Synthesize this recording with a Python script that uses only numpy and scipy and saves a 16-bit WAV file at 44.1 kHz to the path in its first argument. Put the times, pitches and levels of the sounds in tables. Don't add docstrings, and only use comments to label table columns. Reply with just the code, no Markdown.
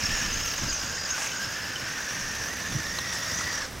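import sys
import numpy as np
from scipy import signal
from scipy.fft import rfft, irfft
from scipy.io import wavfile

SR = 44100
rng = np.random.default_rng(int(sys.argv[2]) if len(sys.argv) > 2 else 0)


def pcm_store(signal):
    levels = np.round(np.clip(np.atleast_2d(signal), -1, 1) * 32767)
    wavfile.write(sys.argv[1], SR, levels.astype(np.int16).T)


N = 167580
TIME = np.arange(N) / SR


def amp(db):
    return 10 ** (np.asarray(db) / 20)


def unit_rms(x):
    return x / np.sqrt(np.mean(x ** 2) + 1e-20)


def curve(rows, column=1):
    rows = np.asarray(rows)
    return np.interp(TIME, rows[:, 0], rows[:, column])


def colour(x, points, scale=1):
    point_hz, point_db = np.transpose(points)
    hz = np.fft.rfftfreq(N, 1 / SR)
    gain_db = np.interp(np.log(hz + 1), np.log(point_hz + 1), point_db)
    return irfft(rfft(x) * amp(scale * gain_db), N)


def drift(top_hz):
    lowpass = signal.butter(2, top_hz, fs=SR, output="sos")
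    return unit_rms(signal.sosfilt(lowpass, rng.standard_normal(N)))


def resonate(x, hz, width_hz):
    carrier = np.exp(2j * np.pi * np.cumsum(hz * np.ones(N)) / SR)
    pole = np.exp(-np.pi * width_hz / SR)
    return 2 * (carrier * signal.lfilter([1 - pole], [1, -pole], x / carrier)).real


# frequency in Hz, relative level in dB.
HAZE_COLOUR = [(35, -44), (60, -1.5), (139, -11), (180, -7), (308, -8.5), (480, -9.5), (767, -13.5),
               (882, -12), (2840, -18), (11800, -50), (16000, -42)]


def haze():
    noise = colour(rng.standard_normal(N), HAZE_COLOUR + [(22000, -60)])
    return amp(-45) * unit_rms(noise * amp(0.76 * drift(7.4)))


# time in seconds, relative level in dB.
GUSTS = [(0.0, -42), (0.05, -30), (0.07, -61), (0.09, -34.5), (0.18, -44), (0.2, -37), (0.59, -45.5),
         (0.62, -31.5), (0.78, -49), (0.86, -41), (1.22, -53), (1.32, -46), (1.9, -44.5), (2.09, -53),
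         (2.15, -43), (2.65, -45), (2.76, -30.5), (2.84, -42.5), (3.53, -42.5), (3.65, -47), (3.75, -41),
         (3.8, -43)]
# frequency in Hz, relative level in dB.
GUST_COLOUR = [(38, -50), (65, 2), (166, -0.5), (343, -10.5), (425, -27.5), (500, -28), (650, -40),
               (1100, -120)]
# time in seconds, level in dB.
BUFFETS = [(0.0, -55), (0.13, -35), (0.21, -40), (0.27, -33), (0.49, -45.5), (0.53, -59), (0.56, -44),
           (0.73, -40), (0.75, -51), (1.29, -59), (2.11, -59), (2.26, -41.5), (2.33, -57), (2.4, -50),
           (2.63, -73), (2.71, -45), (3.44, -64), (3.8, -43)]
# start in seconds, peak envelope in dB, pitch in Hz, length in seconds.
PUFF = (2.75, -23, 118, .03)


def wind():
    start, db, hz, length = PUFF
    progress = np.clip((TIME - start) / length, 0, 1)
    bump = amp(db) * np.sin(np.pi * progress) ** 2 * np.sin(2 * np.pi * hz * length * progress)
    gusts = unit_rms(colour(rng.standard_normal(N), GUST_COLOUR) * amp(1.4 * drift(26)))
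    rumble = colour(rng.standard_normal(N), [(8, -28), (20, -2), (50, -5.5), (90, -12), (200, -62)])
    return bump + amp(curve(BUFFETS)) * unit_rms(rumble) + amp(curve(GUSTS) - 1.5) * gusts


# start in seconds, length in seconds, level in dB.
SKIDS = [(0.614, 0.071, -44), (1.159, 0.12, -36), (3.13, .04, -39), (3.387, .05, -41.5)]
# frequency in Hz, relative level in dB.
SKID_COLOUR = [(240, -48), (400, -18), (839, -1), (1270, -6), (1580, -11), (1900, -12), (4510, -15.5),
               (6540, -3), (16000, -37.5)]
# time in seconds, level in dB.
GRIT_HISS = [(0.0, -52), (0.02, -68), (0.5, -50), (0.59, -70), (1.08, -66), (1.24, -54), (1.33, -55),
             (1.64, -55.5), (3.46, -52.5), (3.69, -51), (3.8, -48.5)]


def gravel(grains_per_s=4500):
    grain_db = np.minimum(rng.exponential(1, N), 5)
    impacts = amp(grain_db) * (rng.random(N) < grains_per_s / SR)
    grains = unit_rms(impacts * rng.choice([-1., 1.], N)) + 0.49 * rng.standard_normal(N)
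    skidding = np.zeros(N)
    for start, length, db in SKIDS:
        progress = np.clip((TIME - start) / length, 0, 1)
        skidding += amp(db) * np.sqrt(np.clip(np.sin(np.pi * progress), 0, 1))
    crunch = unit_rms(colour(grains, SKID_COLOUR))
    hiss = unit_rms(colour(grains, [(6300, -10), (8000, 2), (13000, -6.5), (16000, -5)]))
    return skidding * crunch + amp(curve(GRIT_HISS) + 1.9 * drift(50)) * hiss


# start in seconds, level in dB, pitch in Hz, seconds to fall by 60 dB.
STONE_RINGS = [(.487, -30, 7005, 0.0046), (.613, -32, 3800, 0.0075), (.98, -22, 1892, 0.011),
               (1.18, -19.5, 1188, 0.011), (1.316, -28.5, 3030, .05), (1.759, -23, 3048, 0.033),
               (2.987, -16, 4100, 0.0097), (2.9874, -21, 1099, 0.014), (2.989, -19, 2800, .005),
               (2.989, -27, 6200, 0.024), (2.987, -34, 8800, 0.014), (2.987, -37, 11800, .012),
               (3.41, -21, 1300, 0.016), (3.481, -31, 2190, 0.013), (3.73, -39, 11800, .015)]


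def stones():
    knocks = np.zeros(N)
    for start, db, hz, t60 in STONE_RINGS:
        age = np.maximum(TIME - start, 0)
        attack = np.minimum(age / 0.00038, 1)
        knocks += attack * amp(db - 60 * age / t60) * np.sin(2 * np.pi * hz * age)
    return knocks


def run_down(cut_s=3.57, coast_s=0.12):
    return np.clip((TIME - cut_s) / coast_s, 0, 1)


def drive_gain():
    return amp(-38 * run_down() ** 4.9)


# time in seconds, relative level in dB.
RATTLE = [(0, -42.5), (.8, -44.5), (1.6, -45.5), (2.4, -45), (3.0, -44), (3.6, -41)]
# frequency in Hz, relative level in dB.
HOUSING_COLOUR = [(290, -45), (500, -6.5), (729, -11), (1260, -4), (1790, -3), (2290, -9.5), (2540, -15.5),
                  (3250, -10.5), (4210, -11), (5880, -5.5), (8090, -20.5), (14500, -56), (16000, -75)]
# pitch in Hz, width in Hz, relative level in dB, start and end in seconds.
HOUSING_RINGS = [(3560, 130, -19.5, 2.5, 3.58), (10220, 180, -26.5, 1.8, 3.51), (11520, 430, -31, 2, 2.94),
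                 (13800, 500, -24, 0.2, 0.81), (12640, 2700, -22.5, -0.8, 3.84), (14300, 530, -28, 3, 3.6)]
# time in seconds, relative level in dB, centre in Hz.
RASP = [(0.0, -37, 2560), (0.12, -35.5, 2660), (1.01, -46, 2740), (1.27, -36.5, 2480), (1.35, -44, 2780),
        (1.95, -42.5, 2610), (3.3, -48.5, 2580), (3.6, -55, 2680)]


def housing(fade_s=0.33, settle_db=-8.5):
    shaking = rng.standard_normal(N) * amp(1.43 * drift(75))
    rings = np.zeros(N)
    for hz, width_hz, db, start, end in HOUSING_RINGS:
        facing = np.clip(np.minimum(TIME - start, end - TIME) / fade_s, 0, 1)
        rings += facing * amp(db + 2.9 * drift(24)) * unit_rms(resonate(shaking, hz, width_hz))
    body = unit_rms(colour(shaking, HOUSING_COLOUR))
    rattle = amp(curve(RATTLE)) * (amp(6) * body + amp(9) * rings)
    rasp = amp(curve(RASP) - 1.5) * unit_rms(resonate(shaking, curve(RASP, 2), width_hz=600))
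    return amp(settle_db * run_down() ** 4.5) * rattle + drive_gain() * rasp


def whine(table, wobble, wander, throb_db, flutter_db, fuzz, width_hz, trim_db, shaft_hz=64):
    shaft_angle = 2 * np.pi * np.cumsum(shaft_hz * (1 + 0.2 * drift(12.08))) / SR
    glide = np.sin(shaft_angle) + 0.57 * np.sin(2 * shaft_angle)
    sag = 1 - 0.17 * run_down()
    centre_hz = curve(table, 2) * (1 + wander * drift(18)) * sag
    tone_hz = centre_hz * (1 + wobble * glide + 0.00423 * drift(328))
    tone = np.sin(2 * np.pi * np.cumsum(tone_hz) / SR)
    tone = unit_rms(tone * amp(flutter_db * drift(23) - throb_db * np.cos(shaft_angle)))
    band = resonate(rng.standard_normal(N), centre_hz, width_hz)
    band = unit_rms(resonate(band, centre_hz, width_hz))
    return amp(curve(table) + trim_db) * (np.sqrt(1 - fuzz) * tone + np.sqrt(fuzz) * band)


# time in seconds, relative level in dB, pitch in Hz.
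MAIN_MESH = [(0, -42, 1682), (.12, -33.5, 1717), (.25, -36.5, 1700), (.5, -45, 1720), (.62, -41, 1640),
             (.78, -45.5, 1557), (.92, -41.5, 1540), (1.05, -40.5, 1584), (1.24, -37.5, 1630),
             (1.3, -47, 1601), (1.36, -37.5, 1540), (1.5, -37, 1640), (1.75, -41, 1732), (1.95, -40, 1840),
             (2.1, -39.5, 1720), (2.27, -40, 1860), (2.44, -36.5, 1760), (2.52, -38, 1960),
             (2.62, -36.5, 1700), (2.75, -42.5, 1910), (2.82, -37, 1770), (3.05, -37, 1887),
             (3.25, -37.5, 1859), (3.5, -35.5, 1953), (3.6, -38, 1858)]
WEAK_MESH = [(0, -52, 1398), (.65, -47.5, 1302), (1.0, -46.5, 1750), (1.4, -49.5, 1421), (1.8, -39.5, 1520),
             (2.1, -41, 1580), (2.5, -46.5, 1649), (2.9, -48, 1703), (3.6, -44, 1750)]
GEAR_SQUEAL = [(0.0, -43, 5020), (0.04, -31, 5120), (0.08, -41, 5060), (0.66, -40, 5010), (0.71, -31, 4900),
               (0.755, -41, 4950), (0.79, -31.5, 5050), (0.82, -41, 4990), (0.97, -35, 5020),
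               (1.34, -47, 5000), (1.42, -39, 5050), (1.9, -47, 4950), (2.2, -50.5, 4990),
               (3.51, -40.5, 4930), (3.6, -47, 4800)]
LOW_MOTOR = [(0.0, -38, 5650), (0.02, -42, 5420), (0.06, -30, 5460), (0.1, -41, 5480), (0.11, -33.5, 5470),
             (0.27, -34, 5520), (0.33, -41, 5210), (0.5, -37.5, 5450), (0.57, -44, 5640), (0.59, -40, 5620),
             (1.12, -42.5, 5580), (1.14, -41, 5540), (1.43, -43, 5510), (1.65, -46.5, 5310),
             (2.1, -39, 5713), (2.38, -43, 5650), (2.43, -34.5, 5580), (2.52, -47.5, 5750),
             (2.76, -40, 5920), (2.85, -43, 5550), (3.29, -38, 5550), (3.36, -36, 6000), (3.5, -47, 5600),
             (3.55, -34.5, 5650), (3.6, -46, 5610)]
HIGH_MOTOR = [(0.0, -34, 6130), (0.02, -37.5, 6420), (0.29, -40, 6600), (0.33, -34.5, 6420),
              (0.37, -37, 6430), (0.6, -37.5, 6320), (0.68, -42, 6500), (0.74, -31, 6480),
              (0.77, -38.5, 6500), (1.04, -41.5, 6600), (1.12, -32, 6350), (1.14, -37, 6464),
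              (1.71, -48.5, 6495), (2.3, -40, 6200), (2.57, -44.5, 6280), (2.95, -41, 6320),
              (3.0, -45, 6070), (3.24, -45.5, 6500), (3.42, -35.5, 6170), (3.43, -44.5, 6390),
              (3.6, -43, 6200)]


def drive():
    grind = np.clip((1920 - curve(MAIN_MESH, 2)) / 620, 0.12, 1)
    tones = whine(MAIN_MESH, wobble=0.028, wander=0.024, throb_db=2, flutter_db=2,
                  fuzz=grind, width_hz=300, trim_db=-1)
    tones += whine(WEAK_MESH, wobble=0.032, wander=0.03, throb_db=-3, flutter_db=3.5,
                   fuzz=0.26, width_hz=330, trim_db=-0.5)
    squeaky = dict(wobble=0.037, throb_db=4.5, flutter_db=3, fuzz=0.2)
    tones += whine(GEAR_SQUEAL, wander=0.015, width_hz=1100, trim_db=-2, **squeaky)
    tones += whine(LOW_MOTOR, wander=0.021, width_hz=1900, trim_db=0.5, **squeaky)
    tones += whine(HIGH_MOTOR, wander=0.021, width_hz=1400, trim_db=0.5, **squeaky)
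    return drive_gain() * tones


# time in seconds, left minus right in dB.
BRIEF_RIGHT_LEAN = [(0, 0), (2.35, 0), (2.5, -1.3), (2.95, -1.2), (3.1, 0)]
# frequency in Hz, gain in dB.
SCATTER_COLOUR = [(60, -22), (300, -16), (900, -20), (1500, -51), (4800, -41), (6000, -19), (9500, -8),
                  (11300, -15), (12000, -55)]


def scene():
    toy = housing() + drive() + gravel() + stones()
    air = wind() + haze()
    lean = amp(curve(BRIEF_RIGHT_LEAN) / 2)
    spectra = signal.stft(toy + air, nperseg=512)[2]
    random_phase = np.exp(2j * np.pi * rng.random(spectra.shape))
    scattered = signal.istft(spectra * random_phase, nperseg=512)[1][:N]
    side = colour(np.sqrt(2) * scattered, SCATTER_COLOUR)
    return np.array([toy * lean + air + side, toy / lean + air - side])


# frequency in Hz, left minus right in dB.
LOW_BALANCE = [(60, -1), (110, -1.5), (200, -3.5), (380, -6.5), (700, -7.5), (1290, -2.5)]
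TREBLE_BALANCE = [(1600, 0), (4600, 0), (6000, -.7), (9500, -1.5), (11500, 0)]


def record(dry, edge_hz=15850):
    balance = LOW_BALANCE + TREBLE_BALANCE
    ports = np.array([colour(dry[0], balance, scale=0.5), colour(dry[1], balance, scale=-0.5)])
    lowpass = signal.firwin(1023, edge_hz, window=("kaiser", 12), fs=SR)
    return signal.oaconvolve(ports, lowpass[None], "same")


dry = scene()
out = record(dry)
pcm_store(out)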